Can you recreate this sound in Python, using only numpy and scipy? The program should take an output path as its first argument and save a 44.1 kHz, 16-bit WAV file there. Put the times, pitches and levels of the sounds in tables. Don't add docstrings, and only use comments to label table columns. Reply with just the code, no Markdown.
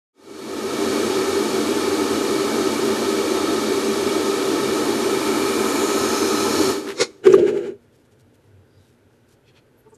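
import sys
import numpy as np
from scipy import signal
from scipy.fft import rfft, irfft, next_fast_len
from scipy.io import wavfile
from scipy.ndimage import uniform_filter1d

SR = 44100
rng = np.random.default_rng(int(sys.argv[2]) if len(sys.argv) > 2 else 0)


def bounce(signal):
    frames = np.transpose(np.atleast_2d(signal))
    limited = np.clip(frames, -1, 1)
    pcm = np.round(limited * 32767).astype(np.int16)
    wavfile.write(sys.argv[1], SR, pcm)


N = 439677
T = np.arange(N) / SR
HZ = np.maximum(np.fft.rfftfreq(next_fast_len(N), 1 / SR), 1)

# (time [s], share [0-1])
INTAKE_TURN = [(4.4, 0.27), (5.2, 0.45), (5.7, 0.68), (6.0, 0.74), (6.7, 0.7), (6.9, 0.2)]
# (frequency [Hz], relative level [dB])
JET_COLOUR = [(45, -48), (75, -41.5), (180, -32.5), (290, -10.5), (420, -19.3), (560, -20.3), (1000, -32.7),
              (2000, -34.6), (4400, -26.8), (7000, -34), (9000, -34), (13000, -39.8)]
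# (frequency [Hz], width [Hz], boost [dB])
BOTTLE_RINGS = [(92.2, 23, 17.8), (118, 12, -6), (135, 22, 14.7), (170, 40, 1), (190, 16, -4),
                (218.2, 26, 14.4), (317.4, 58, 4.5), (395, 50, 15.3), (472, 45, 6.5), (551, 22, 3),
                (582, 25, -4), (623.4, 16, 5.5), (698, 17, 10.5), (732, 24, -5), (810, 23, 12),
                (890, 66, 17), (1036, 40, 4), (1135, 100, 10), (1178, 24, -7), (1268, 250, 17.8),
                (1544, 150, 6), (1800, 280, 12.5), (2252, 140, 12), (2375, 140, 8.5), (2844, 370, 5),
                (3335, 220, 6.5), (3520, 110, -4), (3680, 100, 9), (3910, 130, 4), (4590, 100, 5),
                (5410, 110, 3), (5650, 120, -3), (6550, 2300, 6.5), (7450, 300, -3), (7830, 200, 3.5)]
# (frequency [Hz], relative level [dB])
INTAKE_COLOUR = [(600, -17.5), (1500, -32.8), (3000, -29.7), (4600, -36.5), (7000, -27.5), (7700, -32.5),
                 (10500, -32), (13000, -34)]
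# (frequency [Hz], width [Hz], boost [dB])
HOUSING_RINGS = [(858, 90, 10), (1032, 100, 10), (1288, 170, 20.5), (1512, 120, 8.5), (1765, 220, 10.5),
                 (2430, 240, 6), (2760, 160, -3), (2920, 110, 7), (4250, 900, 9.5), (4740, 220, -4),
                 (5380, 450, 7), (5750, 200, -3), (7180, 160, 5), (8950, 400, 5.5), (9600, 250, 3)]
# (frequency [Hz], level against the hiss [dB], width [Hz])
WHINE_TONES = [(4119, -24, 12), (4340, -20, 7), (8678, -26, 18)]
# (time [s], level against the hiss [dB], half length [s])
WHISTLE_SWELLS = [(3.9, -22, .1), (5.06, -21.5, .1)]
EDGE_HISSES = [(220, [(4.3, 2290, -40), (5.2, 2300, -13), (5.8, 2330, -14), (6.05, 2400, -20),
               (6.35, 2450, -14), (6.6, 2450, -28)]), (420, [(5.4, 4100, -40), (5.98, 4050, -13.5),
               (6.4, 4100, -13), (6.6, 4320, -8.5), (6.9, 4300, -18)]), (450, [(5.8, 5300, -40),
               (6.02, 5250, -12), (6.4, 5250, -13), (6.57, 5430, -9), (6.9, 5400, -22)]),
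               (800, [(5.4, 6900, -40), (5.7, 6900, -15), (5.9, 6850, -8.5), (6.25, 6250, -11.5),
               (6.65, 6750, -11), (6.9, 6700, -16)])]
# (frequency [Hz], relative level [dB])
SIZZLE_COLOUR = [(7500, -25.5), (8800, 0.5), (10500, -3.5), (13000, -1)]
# (frequency [Hz], relative level [dB])
WHOOSH_COLOUR = [(59, -59), (100, -22), (250, -19), (490, -8.5), (678, -29), (815, -19), (1410, -28),
                 (1770, -24), (2170, -23), (2770, -26), (5530, -19.5), (10200, -33), (13000, -54)]
# (frequency [Hz], width [Hz], boost [dB])
OPEN_BOTTLE_RINGS = [(380, 70, 7), (505, 70, 10.5), (1135, 90, 15), (1400, 120, 14), (2160, 230, 12.5),
                     (2480, 110, 8), (2760, 160, -5), (3740, 200, 8), (4010, 130, 7), (4280, 180, 8.5),
                     (5400, 260, 5.5), (6750, 450, 6.5), (7900, 900, -2.5)]

# (frequency [Hz], relative level [dB])
MIC_COLOUR = [(45, -41), (90, -30), (130, -13.5), (200, -15), (238, -11), (300, -13), (345, -1), (415, 4),
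              (455, -5), (482, 0), (535, -16), (570, -17), (605, -14), (655, -32)]
# (frequency [Hz], level [dB])
HOLLOW_TONES = [(237, -31), (350, -13.5), (398, -11)]
# (frequency [Hz], relative level [dB])
RUSH_COLOUR = [(500, -28), (700, -3), (830, 3), (1050, -11.5), (1400, 0), (1850, -7), (2250, -5),
               (4800, -19.5), (7000, -18.5), (13000, -34)]
# (frequency [Hz], width [Hz], boost [dB])
RUSH_PEAKS = [(1610, 60, 7), (2930, 110, 7), (3950, 200, 6), (4580, 130, 4), (6820, 150, 6), (7130, 100, 6)]
# (time [s], level [dB], half length [s])
GUST_SURGES = [(7.262, -28.5, .012), (7.326, -33.5, .004), (7.345, -30, .009), (7.393, -40, .011),
               (7.486, -33, .016), (7.57, -42, .022), (7.66, -43.5, .026)]
# (time [s], level [dB], half length [s])
AIR_PUFFS = [(7.2735, 3, .0043), (7.287, -3.5, .005), (7.303, -6, .0035), (7.321, -6.5, .004),
             (7.343, 3.5, .0036), (7.361, -6, .0045), (7.432, -6, .004), (7.456, -9.5, .005),
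             (7.485, -12.5, .004), (7.57, -17, .004), (7.597, -20, .005)]
# (time [s], level [dB], half length [s], pitch [Hz])
CLACKS_AND_RASPS = [(7.27, -28, .003, 2200), (7.272, -23, .003, 1250), (7.341, -25, .003, 1200),
                    (7.304, -36, .003, 2850), (7.313, -46, .008, 7200), (7.33, -31.5, .0035, 5850),
                    (7.348, -42, .004, 11000), (7.393, -40, .006, 3000), (7.576, -41, .003, 1650)]

# (time [s], level [dB], half length [s])
HAIR_STROKES = [(7.83, -73, .025), (7.95, -66.5, .018), (8.005, -69, .016), (8.06, -69, .012),
                (8.127, -67.5, .012), (8.205, -64.5, .011), (8.35, -65.5, .009), (8.46, -73.5, .03),
                (8.87, -67.5, .06), (9.15, -73, .03), (9.295, -68, .018), (9.33, -64.5, .016)]
# (time [s], level [dB], half length [s], pitch [Hz])
HAIR_SQUEAKS = [(8.755, -73, .045, 4780), (8.79, -74.5, .06, 3850)]
# (time [s], level [dB], half length [s], pitch [Hz])
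CLOTH_SCUFFS = [(9.796, -62, 0.013, 12000), (9.905, -68, .01, 8400), (9.95, -61, 0.011, 7200)]
# (time [s], level [dB], half length [s])
PLASTIC_TAPS = [(9.488, -58.5, 0.02), (9.574, -55, 0.016)]
# (frequency [Hz], relative level [dB])
TAP_COLOUR = [(800, -8), (2500, -6), (6000, -13), (12000, -26)]
# (frequency [Hz], width [Hz], boost [dB])
TAP_RINGS = [(2520, 260, 11), (3300, 340, 12), (4270, 200, 13)]
# (time [s], level [dB], half length [s])
BODY_BUMPS = [(8.25, -57, 0.045), (8.556, -49.5, 0.055), (8.779, -51, 0.031)]
# (time [s], level [dB], half length [s])
MIC_NUDGES = [(9.876, -44.5, 0.011), (9.933, -43.5, 0.008)]
# (frequency [Hz], relative level [dB])
NUDGE_TONES = [(435, 0), (895, -10), (1145, -19)]
# (frequency [Hz], relative level [dB])
ROOM_COLOUR = [(30, -20), (70, -13), (130, -9), (200, -13), (300, -8), (440, -7), (700, -20), (1100, -26),
               (2500, -28.5), (5000, -36), (8000, -39), (13000, -39)]
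# (frequency [Hz], width [Hz], boost [dB])
ROOM_RINGS = [(101.2, 37, 10), (132.2, 13, 6), (240, 16, 9), (890, 83, 4), (1500, 400, 6.5)]


def dryer(split_hz=650, boom_db=-21, nozzle_db=-29, intake_db=-24):
    turn = np.clip(in_time(INTAKE_TURN)[0], 0, 1)
    jet = colour(JET_COLOUR, BOTTLE_RINGS)
    boom = steadied(noise(jet * below(split_hz)), window_s=0.32)
    nozzle = np.sqrt(1 - turn) * noise(jet * above(split_hz))
    intake = np.sqrt(turn) * noise(colour(INTAKE_COLOUR, HOUSING_RINGS) * above(split_hz))
    hiss = nozzle + intake + motor_whine() + edge_hiss() + sizzle(turn)
    boom_gain = dryer_gain(near_db=2.5, loss_db=8) * from_db(boom_db)
    hiss_db = (1 - turn) * nozzle_db + turn * intake_db
    hiss_gain = dryer_gain(near_db=0.8, loss_db=12.5) * from_db(hiss_db)
    return boom_gain * boom + hiss_gain * hiss, hiss_gain


def dryer_gain(near_db, loss_db, off_s=6.857, coast_db_per_s=70):
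    nearer_db = near_db * swell(time_s=6.64, db=0, half_s=.07)
    lowered_db = loss_db * ramp(start_s=6.705, length_s=0.12)
    return fade_in() * from_db(nearer_db - lowered_db - coast_db_per_s * since(off_s))


def motor_whine():
    tones = sum(from_db(db) * rms_one(1 / (1 + ((HZ - hz) / width) ** 2))
                for hz, db, width in WHINE_TONES)
    whistle = swells(WHISTLE_SWELLS) * band(rng.standard_normal(N), hz=8720, octaves=.008)
    return filtered(rng.standard_normal(N), tones) + whistle


def edge_hiss():
    hiss = 0
    for width_hz, path in EDGE_HISSES:
        pitch_hz, db = in_time(path)
        tone = np.sqrt(2) * np.cos(2 * np.pi * np.cumsum(pitch_hz) / SR)
        flutter = signal.lfilter(*signal.butter(2, width_hz / 2, fs=SR), rng.standard_normal(N))
        hiss = hiss + from_db(db) * tone * rms_one(flutter)
    return hiss


def sizzle(turn):
    exposed = ramp(start_s=5.1, length_s=0.38) * np.sqrt(1 - turn)
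    return from_db(-16.5) * exposed * noise(colour(SIZZLE_COLOUR))


def whoosh(time_s=7.0165, db=-13.3, half_s=.012):
    core = swell(time_s, db, half_s)
    fringe = swell(time_s, db - 12, half_s * 2.2)
    air = steadied(noise(colour(WHOOSH_COLOUR, OPEN_BOTTLE_RINGS)), window_s=0.015)
    return air * np.hypot(core, fringe)


def gust(peak_s=7.272, end_s=7.712, rise_db_per_s=779, ebb_db_per_s=44.5, fall_db_per_s=326):
    rise_db = rise_db_per_s * np.minimum(T - peak_s, 0)
    force = from_db(rise_db - ebb_db_per_s * since(peak_s) - fall_db_per_s * since(end_s)) + 1e-18
    swirls = from_db(-11.5) * steadied(noise(colour(MIC_COLOUR) * below(750)), window_s=0.028)
    rush_gain = np.hypot(from_db(-34.5) * force, swells(GUST_SURGES))
    rush = rush_gain * noise(colour(RUSH_COLOUR, RUSH_PEAKS))
    boom_share = 1 - np.clip(swells(AIR_PUFFS) / force, 0, 1)
    return boom_share * force * (swirls + hollow_ring()) + rush + mic_rings(AIR_PUFFS, hz=395)


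def hollow_ring(in_step_s=7.281):
    return sum(from_db(db) * np.cos(2 * np.pi * hz * (T - in_step_s)) for hz, db in HOLLOW_TONES)


def mic_rings(pushes, hz):
    return sum(swell(time_s, db, half_s) * np.cos(2 * np.pi * hz * (T - time_s))
               for time_s, db, half_s in pushes)


def clacks_and_rasps():
    return bursts(rng.standard_normal(N), CLACKS_AND_RASPS, width_hz=650)


def rustles(grain_db=3, grain_hz=300):
    friction = rng.standard_normal(N) * from_db(grain_db * noise(below(grain_hz, order=2)))
    switch = swell(time_s=6.9, db=-32, half_s=0.019) * band(friction, hz=1550, octaves=1.1)
    strokes = swells(HAIR_STROKES) * band(friction, hz=4000, octaves=2.5)
    squeaks = bursts(friction, HAIR_SQUEAKS, width_hz=220)
    cloth = bursts(friction, CLOTH_SCUFFS, width_hz=1200)
    return switch + strokes + squeaks + cloth


def taps():
    return swells(PLASTIC_TAPS) * noise(colour(TAP_COLOUR, TAP_RINGS))


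def movements():
    bumps = swells(BODY_BUMPS) * steadied(noise(hump(100, octaves=0.13)), window_s=.04)
    nudges = sum(from_db(db) * mic_rings(MIC_NUDGES, hz) for hz, db in NUDGE_TONES)
    scuff = from_db(-20) * swells(MIC_NUDGES) * noise(hump(1000, octaves=0.6))
    return bumps + nudges + scuff


def thin_hiss(gain):
    return gain * from_db(-15) * noise(above(9700, order=40) * below(12600, order=12))


def wall_echoes(x, decay_s, echo_db):
    t = T[:SR // 2]
    tail = rng.standard_normal(len(t)) * from_db(-60 * t / decay_s) * (t > .004)
    return x + from_db(echo_db) * signal.fftconvolve(x, tail / np.linalg.norm(tail))[:N]


def room_hum(x, hz=238, decay_s=0.49, hum_db=1):
    decay = from_db(-60 / (decay_s * SR))
    feedback = [1, -2 * decay * np.cos(2 * np.pi * hz / SR), decay * decay]
    return x + from_db(hum_db) * signal.lfilter([1 - decay, 0, decay - 1], feedback, x)


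def quiet_room():
    return fade_in() * from_db(-56) * noise(colour(ROOM_COLOUR, ROOM_RINGS))


def from_db(db):
    return 10 ** (np.asarray(db) / 20)


def rms_one(x):
    return x / np.sqrt(np.mean(x ** 2) + 1e-20)


def since(time_s):
    return np.maximum(T - time_s, 0)


def ramp(start_s, length_s):
    return np.minimum(since(start_s) / length_s, 1)


def fade_in():
    return ramp(start_s=0.13, length_s=0.77) ** 1.48


def in_time(rows):
    times, *columns = np.transpose(rows)
    return [np.interp(T, times, column) for column in columns]


def swell(time_s, db, half_s):
    gain = np.zeros(N)
    near = slice(*np.searchsorted(T, [time_s - 5 * half_s, time_s + 5 * half_s]))
    gain[near] = from_db(db) * np.exp(-.5 * ((T[near] - time_s) / half_s) ** 2)
    return gain


def swells(rows):
    return sum(swell(*row) for row in rows)


def bursts(x, rows, width_hz):
    return sum(swell(time_s, db, half_s) * band(x, hz, octaves=np.log2(1 + width_hz / hz))
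               for time_s, db, half_s, hz in rows)


def colour(points, rings=()):
    hz, db = np.transpose(points)
    smooth_db = np.interp(np.log(HZ), np.log(hz), db)
    rings_db = sum(boost / (1 + (2 * (HZ - centre) / width) ** 2) for centre, width, boost in rings)
    return from_db(smooth_db + rings_db)


def above(edge_hz, order=8):
    return 1 / np.sqrt(1 + (edge_hz / HZ) ** (2 * order))


def below(edge_hz, order=8):
    return 1 / np.sqrt(1 + (HZ / edge_hz) ** (2 * order))


def hump(centre_hz, octaves):
    return np.exp(-.5 * (np.log2(HZ / centre_hz) / octaves) ** 2)


def filtered(x, gain):
    return irfft(rfft(x, next_fast_len(N)) * gain, next_fast_len(N))[:N]


def band(x, hz, octaves):
    edges = np.minimum(hz * 2 ** (np.array([-.5, .5]) * octaves), SR / 2 - 1)
    return rms_one(signal.lfilter(*signal.butter(1, edges, "band", fs=SR), x))


def noise(gain):
    return rms_one(filtered(rng.standard_normal(N), gain))


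def steadied(x, window_s):
    power = np.abs(uniform_filter1d(x ** 2, max(int(window_s * SR), 2)))
    return x / np.sqrt(power + 1e-9)


def scene():
    room = quiet_room()
    air, hiss_gain = dryer()
    thin = thin_hiss(hiss_gain)
    treble = filtered(air, above(1500))
    blowing = air - treble + wall_echoes(treble, decay_s=0.06, echo_db=-17)
    passing_jet = wall_echoes(whoosh(), decay_s=0.34, echo_db=-24.5)
    buffeting = room_hum(gust())
    small_sounds = rustles() + clacks_and_rasps() + taps() + movements()
    centre = blowing + passing_jet + buffeting + small_sounds + room
    return np.array([centre + thin, centre - thin])


def record(dry, ceiling=.98, cutoff_hz=13150):
    rounded = dry / (1 + np.abs(dry / ceiling) ** 6) ** (1 / 6)
    return np.array([filtered(channel, below(cutoff_hz, order=150)) for channel in rounded])


dry = scene()
out = record(dry)
bounce(out)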